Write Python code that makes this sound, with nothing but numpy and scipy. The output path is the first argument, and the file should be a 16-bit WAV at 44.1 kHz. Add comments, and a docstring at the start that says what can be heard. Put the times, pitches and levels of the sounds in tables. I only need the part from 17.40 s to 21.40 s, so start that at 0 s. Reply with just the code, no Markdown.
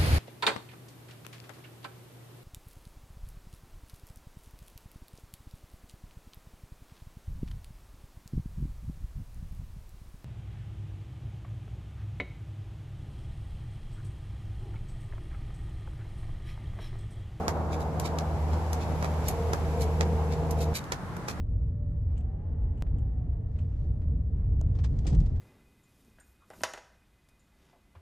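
"""A paved yard between house walls, on a stereo pair; someone skips rope close by, a little to the right.
Rope and shoes slap the paving, each crack doubled by the ground and thrown back by the walls;
between the slaps they scuff over grit. Far off, traffic roars and an engine drones and swells,
until the background drops abruptly near the end and leaves a low hush."""
import sys
import numpy as np
from scipy import signal
from scipy.fft import rfft, irfft
from scipy.io import wavfile

SR = 44100
rng = np.random.default_rng(int(sys.argv[2]) if len(sys.argv) > 2 else 0)


def bounce(signal):
    """Save signal as a 16-bit WAV file at the path given by the first command-line argument."""
    frames = np.transpose(np.atleast_2d(signal))
    limited = np.clip(frames, -1, 1)
    pcm = np.round(limited * 32767).astype(np.int16)
    wavfile.write(sys.argv[1], SR, pcm)


N = 176400

# Swell of the distant rumble and hum, ahead of the drop: (time [s], level [dB])
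RUMBLE_SWELL = [(0, -39), (3.3, -34)]
DROP_S, DROP_DB = 3.3335, -26.5
PAN_DB, MIC_LAG_S = -1.5, 0.000273  # the skipping at the left microphone against the right
TREBLE_HZ, NOISE_TOP_HZ, TOP_HZ = 8100, 13100, 14800


def slaps():
    """Close: a snap with a spray of grit, a second off the ground, a wall echo and the yard's scatter."""
    # Blows on the paving: (time [s], level [dB], body [dB], treble [dB],
    # lag of the second snap [ms], its relative level [dB])
    blows = [(0.0814, -14, 5.5, -8, 2.43, -8.5), (0.5978, -25, -4, 1.5, 1.8, 3),
             (.7868, -18.5, -27, -13.5, 2.4, -2.5), (1.3306, -24.5, -6, -3.5, 2.0, 3.5),
             (1.6260, -27.5, 12.5, -8, 1.87, -2), (1.6446, -28, 12, -9, 1.7, 0.5),
             (1.884, -22.5, -17, 13.5, 3.2, -0.5), (2.1324, -24, 9.5, -6, 2.3, 4.5),
             (2.4206, -32, -10, 6, 1.1, -5), (2.6089, -16, 1.5, -19.5, 1.5, 3),
             (3.1092, -26, -14, 5, 3.3, -2.5), (3.4403, -38.5, 6, -4, 2.0, 3),
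             (3.5208, -15.5, -1, -13, 2.1, 2), (3.766, -39.5, 14, 3, 2.2, 1.5),
             (3.884, -23, 6, -9, 2.4, 0.5)]
    # Colour of a crack: (frequency [Hz], gain [dB])
    crack_colour = [(150, -3), (400, -1.5), (1000, 0.5), (2000, -4), (2900, -12), (3700, -10.5),
                    (4900, -8.5), (6500, -6), (9000, -14.5), (12800, -8.5), (14500, -30)]
    spray_s, spray_db, body_hz = .0009, -2.5, 1730
    wall_s, wall_db = 0.0058, -22
    yard_t60_s, yard_db = 0.095, -4
    t = np.arange(SR // 5) / SR

    def burst(noise, decay_s):
        """Spectrum of dying noise with an energy of 1."""
        return rfft(unit(noise * np.exp(-t / decay_s)) / np.sqrt(len(t)), N)

    crack = colour(crack_colour)
    low = 1 / (1 + (bins() / body_hz) ** 4)
    wall = 1 + undb(wall_db) * delay(wall_s)
    mics = np.array([delay(MIC_LAG_S), delay(0)])
    out = 0
    for at, db, body_db, treble_db, lag_ms, second_db in blows:
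        echoes = ticks(per_s=2500, size=(2, len(t)))
        spray = rng.standard_normal((2, 2, len(t)))
        tone = causal(crack * ((1 - low) * treble(treble_db) + low * undb(body_db)))
        # The -1 is the snap itself: an impulse, flat in spectrum.
        first, second = (burst(grit, spray_s) * undb(spray_db) * (1 - low) - 1 for grit in spray)
        hit = (first + undb(second_db) * second * delay(lag_ms / 1000)) * wall * mics
        scatter = burst(echoes * (1 - np.exp(-t / wall_s)), yard_t60_s / np.log(1000)) * top_cut()
        tail = undb(yard_db) * np.hypot(1, undb(second_db)) * scatter
        out = out + (hit + tail) * tone * delay(at) * undb(db)
    return irfft(out, N) * np.sqrt(SR * .002)  # a unit snap carries the energy of 2 ms at rms 1


def scuffs():
    """Close: rope and soles drag over sand and coarser grit, each scuff hollowed by its ground echo."""
    # Drags over the paving: (peak time [s], level [dB], rise [s], treble [dB])
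    drags = [(0.338, -45.5, 0.014, 7), (.411, -51, 0.0087, 14), (.659, -39.5, 0.01, 7.5),
             (1.140, -50, 0.018, -2), (1.425, -47.5, 0.011, -2), (1.650, -49, 0.028, 5),
             (1.891, -41.5, 0.024, 11), (2.418, -39, 0.0066, 17), (2.926, -45, 0.0079, 3),
             (3.223, -40.5, 0.017, 14.5), (3.36, -32, 0.0057, 15), (3.889, -36.5, 0.0029, 11)]
    # Colour of rubbed grit: (frequency [Hz], gain [dB])
    grit_colour = [(1000, -39), (2300, 11), (3000, 1), (3800, 6), (5200, 3), (7000, -1), (9200, -11.5),
                   (12500, -11)]
    fall_s, rounding_s, shortest_echo_s, spread = 0.015, 0.0091, .0008, 1.16
    out, t = np.zeros((2, N)), np.arange(N) / SR
    grit = colour(grit_colour) * top_cut()
    sand = rng.standard_normal((3, N)) * undb(3 * walk(160))
    grains = sand + undb(2) * ticks(per_s=700, size=(3, N))
    spectrum = rfft(from_right(grains[0]) + spread * grains[1:])
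    for at, db, rise_s, treble_db in drags:
        from_peak = np.hypot(t - at, rounding_s) - rounding_s
        envelope = np.exp(-np.minimum(from_peak / np.where(t < at, rise_s, fall_s), 20))
        ground = 1 + .5 * delay(shortest_echo_s * (1 + rng.random()))
        out += undb(db) * envelope * unit(irfft(spectrum * grit * ground * treble(treble_db), N))
    return out


def engine():
    """Far off: a wavering firing tone, its octave, a lower hum and a whine throbbing at the firing rate."""
    # Swells of the firing tone, its octave and the whine, ahead of the drop: (time [s], level [dB])
    firing_swell = [(0, -36.5), (.75, -33.5), (1.17, -28), (1.38, -32), (1.53, -31.5), (2.25, -30),
                    (2.45, -28), (2.8, -29), (3.3, -30)]
    octave_swell = [(0, -43.5), (.5, -38), (1.05, -40), (1.35, -43), (1.7, -35.5), (2.05, -44), (2.5, -35),
                    (3.3, -34.5)]
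    whine_swell = [(0, -45.5), (1.88, -49), (2.01, -33), (2.2, -43), (2.42, -31.5), (2.53, -42.5),
                   (2.63, -35), (2.95, -40), (3.3, -34.5)]
    # Tones of the whine: (frequency [Hz], waver [Hz], relative level [dB])
    whine_tones = [(457.3, 6.65, -7.5), (483, 19.4, -10.5), (680, 13, -14.5)]
    firing_hz, wander, flutter_db, left_lag_s = 78.33, 0.007, 1.8, 0.00021
    hum_hz, hum_db = 60.6, -7.5
    speed = firing_hz * (1 + wander * walk(5.0))
    phase = 2 * np.pi * (np.cumsum(speed) / SR - np.array([[left_lag_s], [0]]) * firing_hz)
    firing = unit(np.sin(phase) * undb(flutter_db * walk(17.0)))
    octave = unit(np.sin(2 * phase))
    whine = 0
    for hz, waver_hz, db in whine_tones:
        tone = np.sin(2 * np.pi * np.cumsum(hz + waver_hz * walk(27.2)) / SR)
        whine = whine + undb(db) * tone * undb(flutter_db * walk(12))
    whine = unit(whine * (1 + 0.27 * np.sin(phase)))
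    hum = unit(np.sin(2 * np.pi * hum_hz * np.arange(N) / SR + 1.05 * walk(4.1))) * undb(hum_db)
    return (firing * background(firing_swell) + octave * background(octave_swell)
            + whine * background(whine_swell) + hum * background(RUMBLE_SWELL))


def traffic():
    """Far off: low rumble, the roar of tyres and a faint hiss; a quieter hush is left after the drop."""
    # Colours of the four layers: (frequency [Hz], gain [dB])
    rumble_colour = [(20, -17), (45, -4.5), (60, 1), (85, -0.5), (125, -1.5), (190, -5), (260, -12),
                     (420, -14)]
    tyre_colour = [(120, -3), (220, 4.5), (350, 1), (520, 1.5), (720, 4.5), (920, 3.5), (1150, -4),
                   (1600, -12), (2300, -29.5), (4000, -37)]
    hiss_colour = [(1000, 8), (2200, 11.5), (3000, 5.5), (4200, 3), (7800, 0.5), (9200, -11.5),
                   (10800, 0.5), (12800, -5.5)]
    hush_colour = [(15, -45), (25, -17), (59, -0.5), (169, 0.5), (244, -10), (422, -14.5), (1100, -14),
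                   (1830, -21.5), (2700, -32.5), (13000, -45)]
    # Swells of the tyre roar and the hiss, ahead of the drop: (time [s], level [dB])
    tyre_swell = [(0, -35), (1.3, -37), (3.3, -39)]
    hiss_swell = [(0, -53), (.25, -57), (1.4, -50.5), (2.2, -49.5), (3.3, -53.5)]
    rumble = far_noise(rumble_colour) * undb(1.3 * walk(6.9)) * background(RUMBLE_SWELL)
    tyres = far_noise(tyre_colour) * undb(1.04 * walk(8.1)) * background(tyre_swell)
    hush = far_noise(hush_colour) * undb(-37) * dropped()
    hiss = far_noise(hiss_colour) * background(hiss_swell)
    return rumble + tyres + hiss + hush


def far_noise(points):
    """Distant coloured noise, alike at both microphones in the bass and unrelated in the treble."""
    # Likeness of left and right: (frequency [Hz], correlation [0..1])
    likeness = [(25, 0.2), (60, 0.79), (600, 0.93), (1200, 0.38), (2500, 0.011)]
    alike = across(likeness)
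    mid, side = rfft(rng.standard_normal((2, N)))
    pair = mid * np.sqrt(1 + alike) + np.array([[1], [-1]]) * side * np.sqrt(1 - alike)
    return unit(irfft(colour(points) * top_cut() * pair, N))


def background(points):
    """Gain of a background layer along (time [s], level [dB]) points, with its sudden drop."""
    db = np.interp(np.arange(N) / SR, *np.array(points).T)
    return undb(db + DROP_DB * dropped())


def dropped():
    """0 before the background drops, 1 after it."""
    return np.clip((np.arange(N) / SR - DROP_S) / .0003, 0, 1)


def from_right(x):
    """Sound from the right reaches the left microphone a little later."""
    spectrum = rfft(x)
    return irfft(np.array([spectrum * delay(MIC_LAG_S), spectrum]), N)


def top_cut():
    """The background noise, scuffs and slap tails are cut off steeply above 13 kHz."""
    return 1 / np.sqrt(1 + (bins() / NOISE_TOP_HZ) ** 80)


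def treble(db):
    """A shelf on the top octave."""
    return undb(db / (1 + (TREBLE_HZ / bins()) ** 4))


def colour(points):
    """Gain per frequency, falling away outside the points."""
    f = bins()
    low_cut = np.minimum(f / points[0][0], 1) ** 2
    high_cut = np.minimum(points[-1][0] / f, 1) ** 2
    return undb(across(points)) * low_cut * high_cut


def across(points):
    """Join (frequency [Hz], value) points on a log-frequency axis."""
    hz, value = np.array(points).T
    return np.interp(np.log(bins()), np.log(hz), value)


def causal(gain):
    """The minimum-phase response with this gain: it rings only after the blow."""
    cepstrum = irfft(np.log(gain + 1e-4), N)
    cepstrum[1:N // 2] *= 2
    cepstrum[N // 2 + 1:] = 0
    return np.exp(rfft(cepstrum))


def delay(s):
    """The spectrum of a delay by s seconds."""
    return np.exp(-2j * np.pi * bins() * s)


def bins():
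    """Frequencies of the spectrum, in Hz."""
    return np.maximum(np.arange(N // 2 + 1) * SR / N, 1)


def ticks(per_s, size):
    """Lone clicks at random moments."""
    return unit((rng.random(size) < per_s / SR) * rng.standard_normal(size))


def walk(hz):
    """Random drift of rms 1, mostly slower than hz."""
    return unit(irfft(rfft(rng.standard_normal(N)) / (1 + (bins() / hz) ** 4), N))


def undb(db):
    """Decibels to gain."""
    return 10 ** (np.asarray(db) / 20)


def unit(x):
    """Scale to rms 1."""
    return x / np.sqrt(np.mean(x ** 2))


def scene():
    """The skipping, close and a little to the right, over the distant engine and traffic."""
    skipping = (slaps() + scuffs()) * undb(np.array([[PAN_DB], [-PAN_DB]]) / 2)
    return skipping + engine() + traffic()


def record(dry):
    """The recorder cuts the top."""
    return signal.sosfilt(signal.ellip(8, .2, 70, TOP_HZ, fs=SR, output="sos"), dry)


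dry = scene()
out = record(dry)
bounce(out)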